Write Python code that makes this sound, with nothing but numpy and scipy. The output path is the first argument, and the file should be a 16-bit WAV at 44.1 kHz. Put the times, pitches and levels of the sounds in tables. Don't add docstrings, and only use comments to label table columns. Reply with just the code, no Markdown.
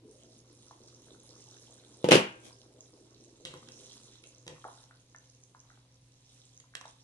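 import sys
import numpy as np
from scipy import signal
from scipy.fft import rfft, irfft, next_fast_len
from scipy.io import wavfile

SR = 44100
rng = np.random.default_rng(int(sys.argv[2]) if len(sys.argv) > 2 else 0)


def materialize(psi):
    bounded = np.clip(np.atleast_2d(psi).T, -1, 1)
    quanta = np.round(bounded * 32767).astype(np.int16)
    wavfile.write(sys.argv[1], SR, quanta)


N = 310023
TIME = np.arange(N) / SR
RING_TIME = TIME[:SR * 3 // 4]
PORT_GAP_M, SOUND_M_PER_S = 0.19, 343


def undb(db):
    return 10 ** (np.asarray(db) / 20)


def unit(x):
    return x / np.sqrt(np.mean(x ** 2))


def fade(t60_s):
    return np.exp(-np.log(1000) * RING_TIME / t60_s)


def swell(middle_s, length_s):
    return np.exp(-(2 * (TIME - middle_s) / length_s) ** 2)


def pan(db):
    return undb(db * np.array([[.5], [-.5]]))


def add(track, start_s, sound):
    i = int(np.clip(start_s * SR, 0, N - 1))
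    track[..., i:i + sound.shape[-1]] += sound[..., :N - i]


def colour(x, points):
    length = x.shape[-1]
    size = next_fast_len(length)
    hz, db = np.transpose(points)
    log_bins = np.log(np.fft.rfftfreq(size, 1 / SR) + 1)
    gain = undb(np.interp(log_bins, np.log(hz), db))
    return irfft(rfft(x, size) * gain, size)[..., :length]


def no_bass(x, hz):
    return signal.sosfilt(signal.butter(4, hz, "high", fs=SR, output="sos"), x)


def walk(rate_hz):
    knots = rng.standard_normal(4096)
    return unit(np.interp(TIME * rate_hz, np.arange(len(knots)), knots))


def diffuse(length):
    size = next_fast_len(length)
    likeness = np.sinc(2 * np.fft.rfftfreq(size, 1 / SR) * PORT_GAP_M / SOUND_M_PER_S)
    noise = rfft(rng.standard_normal((2, size)))
    mid, side = noise * np.sqrt([1 + likeness, 1 - likeness])
    return unit(irfft([mid + side, mid - side], size)[:, :length])


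def tones(modes):
    return np.array([undb(db) * np.sin(2 * np.pi * hz * RING_TIME) * fade(t60_s)
                     for hz, db, t60_s in modes])


def ring(partials, scatter_db):
    gains = undb(scatter_db * rng.standard_normal(len(partials)))
    return gains @ partials / np.linalg.norm(gains * partials.max(axis=1))


def pulse(hz, t60_s, glide):
    t = TIME[:int(1.5 * t60_s * SR) + 2]
    rise = 1 - np.exp(-(2 * hz * t) ** 2)
    decay = np.exp(-np.log(1000) * t / t60_s)
    cycles = hz * t * (1 + glide * t / t60_s / 2)
    return rise * decay * np.sin(2 * np.pi * cycles)


def kitchen(x, wet_db, lead_ms, t60_s=0.14, treble_t60_s=0.46):
    noise = diffuse(len(RING_TIME))
    low = colour(noise, [(2500, 4.5), (4200, -5.5), (8000, -17)])
    walls = low * fade(t60_s) + .75 * (noise - low) * fade(treble_t60_s)
    walls *= np.clip(RING_TIME / 0.0061 - .5, 0, 1)
    walls *= undb(wet_db) / np.linalg.norm(fade(t60_s))
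    left, right = np.broadcast_to(x, (2, N))
    direct = np.array([left, np.roll(right, int(lead_ms * SR / 1000))])
    return direct + signal.oaconvolve(left[None], walls, axes=1)[:, :N]


# (mean frequency [Hz], rms level [dB])
FAINT_TONES = [(57, -81.5), (269.2, -77.5), (522.2, -83), (1007, -91.5)]
# (frequency [Hz], spectral level [dB per Hz])
ROOM_AIR_COLOUR = [(25, -14.5), (40, -9.5), (56, -7.5), (90, -5), (130, 1), (200, -11.5), (400, -16.5),
                   (700, -16.5), (1500, -24), (4000, -20), (11000, -28.5)]
DRONE_DB, ROOM_AIR_DB = -65.5, -68
DRONE_HZ, DRONE_RISE_HZ, DRONE_RISE_START_S, DRONE_RISE_LENGTH_S = 119.8, 1.42, 3.53, 1.97


def hum(waver_db=0.8):
    rise = np.clip((TIME - DRONE_RISE_START_S) / DRONE_RISE_LENGTH_S, 0, 1)
    drone_turns = np.cumsum(DRONE_HZ + DRONE_RISE_HZ * rise) / SR
    drone = undb(DRONE_DB + waver_db * walk(4)) * np.sin(2 * np.pi * drone_turns)
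    wavering_time = np.cumsum(1 + .005 * walk(2)) / SR
    faint = sum(undb(db) * np.sin(2 * np.pi * hz * wavering_time) for hz, db in FAINT_TONES)
    room_air = undb(ROOM_AIR_DB) * unit(colour(diffuse(N), ROOM_AIR_COLOUR))
    return np.sqrt(2) * (drone + faint) + room_air


GAP_HZ, GAP_RISE_HZ_PER_S = 301, 1200
GAP_DB, GAP_ATTACK_S, GAP_T60_S = -49.5, 0.041, 0.61


def opening():
    turns = np.cumsum(GAP_HZ + GAP_RISE_HZ_PER_S * RING_TIME) / SR
    flutter = (walk(170.6) + 1j * walk(169))[:len(turns)]
    rumble = (flutter * np.exp(2j * np.pi * turns)).real
    attack = np.minimum(RING_TIME / GAP_ATTACK_S, 1) ** 2
    out = np.zeros(N)
    add(out, 0, undb(GAP_DB) * rumble * attack * fade(GAP_T60_S))
    return kitchen(out, wet_db=-6, lead_ms=.1)


# (time [s], thud level before doubling [dB], thud pitch [Hz], thud T60 [s],
# clank level [dB])
LID_BLOWS = [(2.0431, -11, 475.6, 0.0048, -32.5), (2.0875, -14.5, 477.2, 0.029, -26.5),
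             (2.109, -22, 420, 0.015, -22), (2.112, -10.5, 330, 0.0057, -16.5),
             (2.1185, -6.5, 399.6, 0.01, -12), (2.126, -22, 455, .014, -17.5),
             (2.1298, -10.5, 352, .016, -21.5), (2.1378, -10.5, 420, .014, -24.5),
             (2.1451, -15, 480.7, 0.013, -21), (2.1536, -7.5, 411.5, 0.024, -18.5),
             (2.1827, -20, 397.4, 0.011, -35)]
# (frequency [Hz], relative level [dB], T60 [s])
WORKTOP_MODES = [(130, -14.5, 0.28), (159, -8.5, 0.27), (197.3, -2, 0.22), (243, -9.5, 0.28),
                 (298, -10, 0.34), (325, -8, 0.83), (349.3, -3, 0.099), (369, -1, 0.22), (406, -6.5, 0.071),
                 (464, -3.5, 0.065), (499, 3, .2), (513, 2, 0.097), (802.3, -16.5, .25), (850, -6, 0.21),
                 (939, -8, 0.25)]
# (frequency [Hz], relative level [dB], T60 [s])
LID_MODES = [(1175, -5, .22), (1265, -6, .28), (1421, -11, .4), (1502, -6, .26), (1575, -10, .8),
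             (1662, -3, .28), (1880, -2, .18), (2175, -6, .25), (2382, -1, .25), (2449, -6, .27),
             (2578, 2, .24), (2632, -3, .24), (2713, -2, .25), (2800, 3, .24), (2947, 2, .18),
             (3057, 1, .2), (3176, -2, .22), (3327, -4, .24), (3451, -1, .2), (3542, -3, .2),
             (3951, -7, .2), (5021, -6, .18)]
# (frequency [Hz], spectral level [dB per Hz])
SHIMMER_COLOUR = [(300, -18), (600, -2.5), (850, -2.5), (1300, -4.5), (2100, -4.5), (2500, -1), (2850, 1.5),
                  (3500, -5.5), (4100, -8), (6000, -11.5), (8500, -17.5), (11000, -20)]
GLASS_DB = -13


def lid(worktop_db=-9.5, dense_db=-6, dense_t60_s=0.2, crack_db=1, crack_t60_s=0.013):
    thuds, clanks = np.zeros(N), np.zeros((2, N))
    worktop, glass = tones(WORKTOP_MODES), tones(LID_MODES)
    for start_s, thud_db, hz, thud_t60_s, clank_db in LID_BLOWS:
        add(thuds, start_s, 2 * undb(thud_db) * pulse(hz, thud_t60_s, 0))
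        add(thuds, start_s, undb(thud_db + worktop_db) * ring(worktop, 1))
        shimmer = unit(colour(diffuse(len(RING_TIME)), SHIMMER_COLOUR))
        shimmer *= undb(dense_db) * fade(dense_t60_s) + undb(crack_db) * fade(crack_t60_s)
        clank = shimmer + undb(GLASS_DB) * ring(glass, 2.7)
        add(clanks, start_s, undb(clank_db) * clank)
    thuds = kitchen(no_bass(thuds, hz=118), wet_db=-6.0, lead_ms=.26, t60_s=0.3)
    clanks = kitchen(no_bass(clanks, hz=249.9), wet_db=-9.0, lead_ms=0.2, t60_s=0.37, treble_t60_s=.25)
    return thuds + clanks


# (frequency [Hz], spectral level [dB per Hz])
SLIDE_COLOUR = [(300, 6.5), (700, -0.5), (1800, -15), (2400, -1), (2800, -12), (3200, 0.5), (4500, -10),
                (6000, -1), (7000, -7), (11000, -11.5)]
SLIDE_MIDDLE_S, SLIDE_LENGTH_S, SLIDE_DB = 2.472, 0.081, -52


def slide():
    slips = rng.standard_normal((2, N)) * (rng.random(N) < 2500 / SR)
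    scrape = unit(no_bass(colour(slips, SLIDE_COLOUR), hz=250))
    return scrape * undb(SLIDE_DB) * swell(SLIDE_MIDDLE_S, SLIDE_LENGTH_S)


# (time [s], knock level [dB], dull body level [dB], left minus right [dB])
KNOCKS = [(3.4515, -31, -54.5, -3), (3.4570, -40, -57, -13), (3.5090, -47, -56.5, 0),
          (3.5390, -42.5, -49.5, -5), (3.6870, -43.5, -60, -10), (4.239, -47, -70, -7),
          (4.4662, -44, -51, 0), (4.4783, -34.5, -51, -7.5), (4.5060, -60, -51, -2),
          (6.6024, -50.5, -85, -10), (6.752, -30.5, -68, -11), (6.769, -46, -78, -13),
          (6.8118, -43.5, -84, -12), (6.8564, -47, -67, -9)]
# (frequency [Hz], relative level [dB], T60 [s])
POT_MODES = [(720, -10, 0.029), (1430, -21, 0.021), (1690, -17, 0.052), (2510, -20, 0.012),
             (3300, 15, 0.026), (3720, 12, 0.0087), (3840, 15, 0.018), (4810, 5, 0.0041)]
# (frequency [Hz], spectral level [dB per Hz])
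KNOCK_COLOUR = [(300, -15), (900, -2.5), (1600, 2.5), (2500, 4.5), (3700, 1), (4600, 1), (6500, 2),
                (8000, 0), (11000, -11)]
TICK_T60_S = .012


def spoon(ring_db=-4, bump_db=1, choke_t60_s=0.12, hob_db=3):
    ticks, bumps = np.zeros((2, N)), np.zeros(N)
    pot, worktop = tones(POT_MODES), tones(WORKTOP_MODES)
    for start_s, knock_db, body_db, pan_db in KNOCKS:
        tick = unit(colour(rng.standard_normal(len(RING_TIME)), KNOCK_COLOUR))
        tick *= fade(TICK_T60_S) * (1 - fade(0.0015))
        add(ticks, start_s, undb(knock_db) * pan(pan_db) * (tick + undb(ring_db) * ring(pot, 1.5)))
        add(bumps, start_s, undb(body_db + hob_db) * ring(worktop, 2) * fade(choke_t60_s))
        add(bumps, start_s, undb(body_db + bump_db) * pulse(152, 0.1, 0))
    ticks = kitchen(ticks, wet_db=4, lead_ms=0.2, t60_s=0.36, treble_t60_s=.24)
    bumps = kitchen(no_bass(bumps, hz=85), wet_db=2, lead_ms=0.14, t60_s=0.34)
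    return ticks + bumps


BUBBLE_SIZES_HZ = np.geomspace(800, 10500, 18)
BURSTS_PER_S_PER_SIZE = 65
FLURRY_KNOTS = 240


def fizz(spectrum, spread_db, flurry_db, wet_db, sharpness):
    out, count = np.zeros(N), int(BURSTS_PER_S_PER_SIZE * N / SR)
    for hz in BUBBLE_SIZES_HZ:
        at = rng.integers(0, N, count)
        knots = rng.standard_normal(FLURRY_KNOTS)
        flurry = np.interp(at / N, np.linspace(0, 1, FLURRY_KNOTS), knots)
        loudness_db = spread_db * np.minimum(rng.exponential(size=count), 4)
        sizes = undb(loudness_db + flurry_db * np.minimum(flurry, 2))
        bursts = np.bincount(at, sizes * rng.choice([-1, 1], count), N) + 1e-18
        resonance = signal.iirpeak(hz, sharpness, fs=SR)
        out += signal.lfilter(*resonance, signal.lfilter(*resonance, bursts))
    return unit(kitchen(no_bass(colour(out, spectrum), hz=300.2), wet_db, lead_ms=.1))


# (frequency [Hz], spectral level [dB per Hz])
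SIZZLE_COLOUR = [(700, -8.5), (1500, -13), (2400, -12), (3300, -3.5), (4000, 1), (4600, -3.5), (5600, 4),
                 (6500, 3.5), (7500, -4), (10000, -5), (11500, -23.5)]


def sizzle(strength, surge_db=1.73):
    crackle = fizz(SIZZLE_COLOUR, spread_db=4.0, flurry_db=4.0, wet_db=-2.0, sharpness=3.5)
    return crackle * strength * undb(surge_db * walk(18))


# (frequency [Hz], spectral level [dB per Hz])
WASH_COLOUR = [(300, -15), (900, -7.5), (1600, -20.5), (2500, -10.5), (3200, -0.5), (3900, 2), (4600, -7.5),
               (7000, -5.5), (11000, -14)]


def wash(strength):
    return strength * fizz(WASH_COLOUR, spread_db=3.5, flurry_db=3.2, wet_db=-1.5, sharpness=3.5)


# (time [s], level before attack shaping [dB])
SNAPS = [(2.807, -33.5), (4.348, -42), (5.162, -36.5), (5.185, -39.5), (5.299, -42), (5.437, -39),
         (5.602, -39), (6.576, -36), (6.6, -37)]
SNAP_MEAN_HZ = 6360


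def snaps(wet_db=-8, scatter=0.055, t60_s=0.0062, attack_t60_s=0.0011):
    out = np.zeros(N)
    for (start_s, db), chance in zip(SNAPS, rng.standard_normal(len(SNAPS))):
        note = pulse(SNAP_MEAN_HZ * (1 + scatter * chance), t60_s, .05)
        add(out, start_s, undb(db) * note * (1 - fade(attack_t60_s))[:len(note)])
    return kitchen(out, wet_db, lead_ms=.1)


def bubbling(strength, centre_hz=370, octaves=.33, cycles=8, spread_db=4.0, surge_db=1.56,
             surges_per_s=16, count=1800):
    out = np.zeros(N)
    starts_s = rng.random(count) * N / SR
    chances = np.clip(rng.standard_normal((count, 2)), -3, 2.4)
    for start_s, (pitch, size) in zip(starts_s, chances):
        hz = centre_hz * 2 ** (octaves * pitch)
        add(out, start_s, undb(spread_db * size) * pulse(hz, cycles / hz, 0.096))
    out *= undb(surge_db * walk(surges_per_s))
    return no_bass(unit(kitchen(out, wet_db=-2.5, lead_ms=.1, t60_s=0.41)), hz=132) * strength


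PLOP_CYCLES = 11


def small_plops(strength, centre_hz=1020, octaves=.38, spread_db=5, count=700):
    out = np.zeros(N)
    starts_s = rng.random(count) * N / SR
    chances = np.clip(rng.standard_normal((count, 2)), -2, 2)
    for start_s, (pitch, size) in zip(starts_s, chances):
        hz = centre_hz * 2 ** (octaves * pitch)
        add(out, start_s, undb(spread_db * size) * pulse(hz, PLOP_CYCLES / hz, .1))
    return unit(kitchen(out, wet_db=-1, lead_ms=.14, t60_s=.3)) * strength


# (time [s], level before attack shaping [dB], starting pitch [Hz])
PLOPS = [(0.71, -37, 980), (.820, -45.5, 366), (1.114, -44, 384), (2.5067, -45.5, 1000),
         (3.5389, -34, 1040), (3.628, -44, 1120), (4.479, -38, 965), (4.6419, -31.5, 1320),
         (4.6500, -26.5, 820), (4.6615, -35, 680), (4.683, -34, 1010), (4.91, -40.5, 1355),
         (5.1472, -34, 1430), (5.5479, -39, 1194), (5.702, -42.5, 1443), (5.774, -50.5, 1200),
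         (6.640, -51, 1096), (6.738, -40.5, 1546), (6.752, -30.5, 1810), (6.8112, -37, 1025),
         (6.8404, -37, 1550), (6.854, -34.5, 900)]


def plops(glide=.033, splash_db=-6, opening_cycles=1.4, splash_rise_cycles=12):
    out = np.zeros(N)
    for start_s, db, hz in PLOPS:
        t60_s = PLOP_CYCLES / hz
        note = pulse(hz, t60_s, glide)
        add(out, start_s, undb(db) * note * (1 - fade(opening_cycles / hz))[:len(note)])
        splash_colour = [(hz / 3, -14), (hz, 0), (1.3 * hz, -3), (3 * hz, -45)]
        splash = unit(colour(rng.standard_normal(len(RING_TIME)), splash_colour))
        splash *= fade(2 * t60_s) * (1 - fade(splash_rise_cycles / hz)) ** 2
        add(out, start_s, undb(db + splash_db) * splash)
    return kitchen(no_bass(out, hz=220), wet_db=-2.5, lead_ms=.14, t60_s=.36)


# (middle [s], length [s], froth level [dB], hot-wall sizzle level [dB],
# small plops level [dB])
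STROKES = [(3.879, 0.65, -59.5, -58.5, -72), (4.717, 0.38, -65.5, -62, -64.5),
           (5.238, 0.065, -66, -79, -78), (5.73, 0.21, -71.5, -76, -71), (6.394, 0.37, -67.5, -66.5, -95),
           (6.898, 0.29, -70, -65, -82)]


def stirring():
    return sum(undb(levels_db)[:, None] * swell(middle_s, length_s)
               for middle_s, length_s, *levels_db in STROKES)


BUBBLING_DB, SIZZLE_DB = -62.5, -66
UNCOVER_S = .14
FLARE_MIDDLE_S, FLARE_LENGTH_S, FLARE_DB = 1.513, 1.8, -62
CALM_FROM_S, BUBBLING_FALL_DB_PER_S, SIZZLE_FALL_DB_PER_S = 3.33, 6, 2.5
SLOSH_DB = -9.5


def soup(froth_pan_db=-4.0, flare_froth_db=-6, boil_plops_db=-15, flare_plops_db=-10):
    stirred_s = np.maximum(TIME - CALM_FROM_S, 0)
    froth, wall, churn = stirring()
    flare = undb(FLARE_DB) * swell(FLARE_MIDDLE_S, FLARE_LENGTH_S)
    boil = undb(BUBBLING_DB - BUBBLING_FALL_DB_PER_S * stirred_s)
    uncovered = np.minimum(TIME / UNCOVER_S, 1) ** 2
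    simmer = undb(SIZZLE_DB - SIZZLE_FALL_DB_PER_S * stirred_s) * uncovered
    low = bubbling(np.hypot(boil, undb(SLOSH_DB) * froth))
    plop_strength = np.hypot(undb(boil_plops_db) * boil, churn + undb(flare_plops_db) * flare)
    popping = plops() + small_plops(plop_strength)
    high = sizzle(np.hypot(simmer, flare + wall))
    high = high + wash(froth + undb(flare_froth_db) * flare) + snaps()
    return low + popping + high * pan(froth_pan_db)


def scene():
    return hum() + opening() + lid() + slide() + spoon() + soup()


TOP_HZ = 11300


def record(dry):
    rounded = 1.5 * np.tanh(dry / 1.5)
    return signal.sosfilt(signal.ellip(8, .2, 70, TOP_HZ, fs=SR, output="sos"), rounded)


dry = scene()
out = record(dry)
materialize(out)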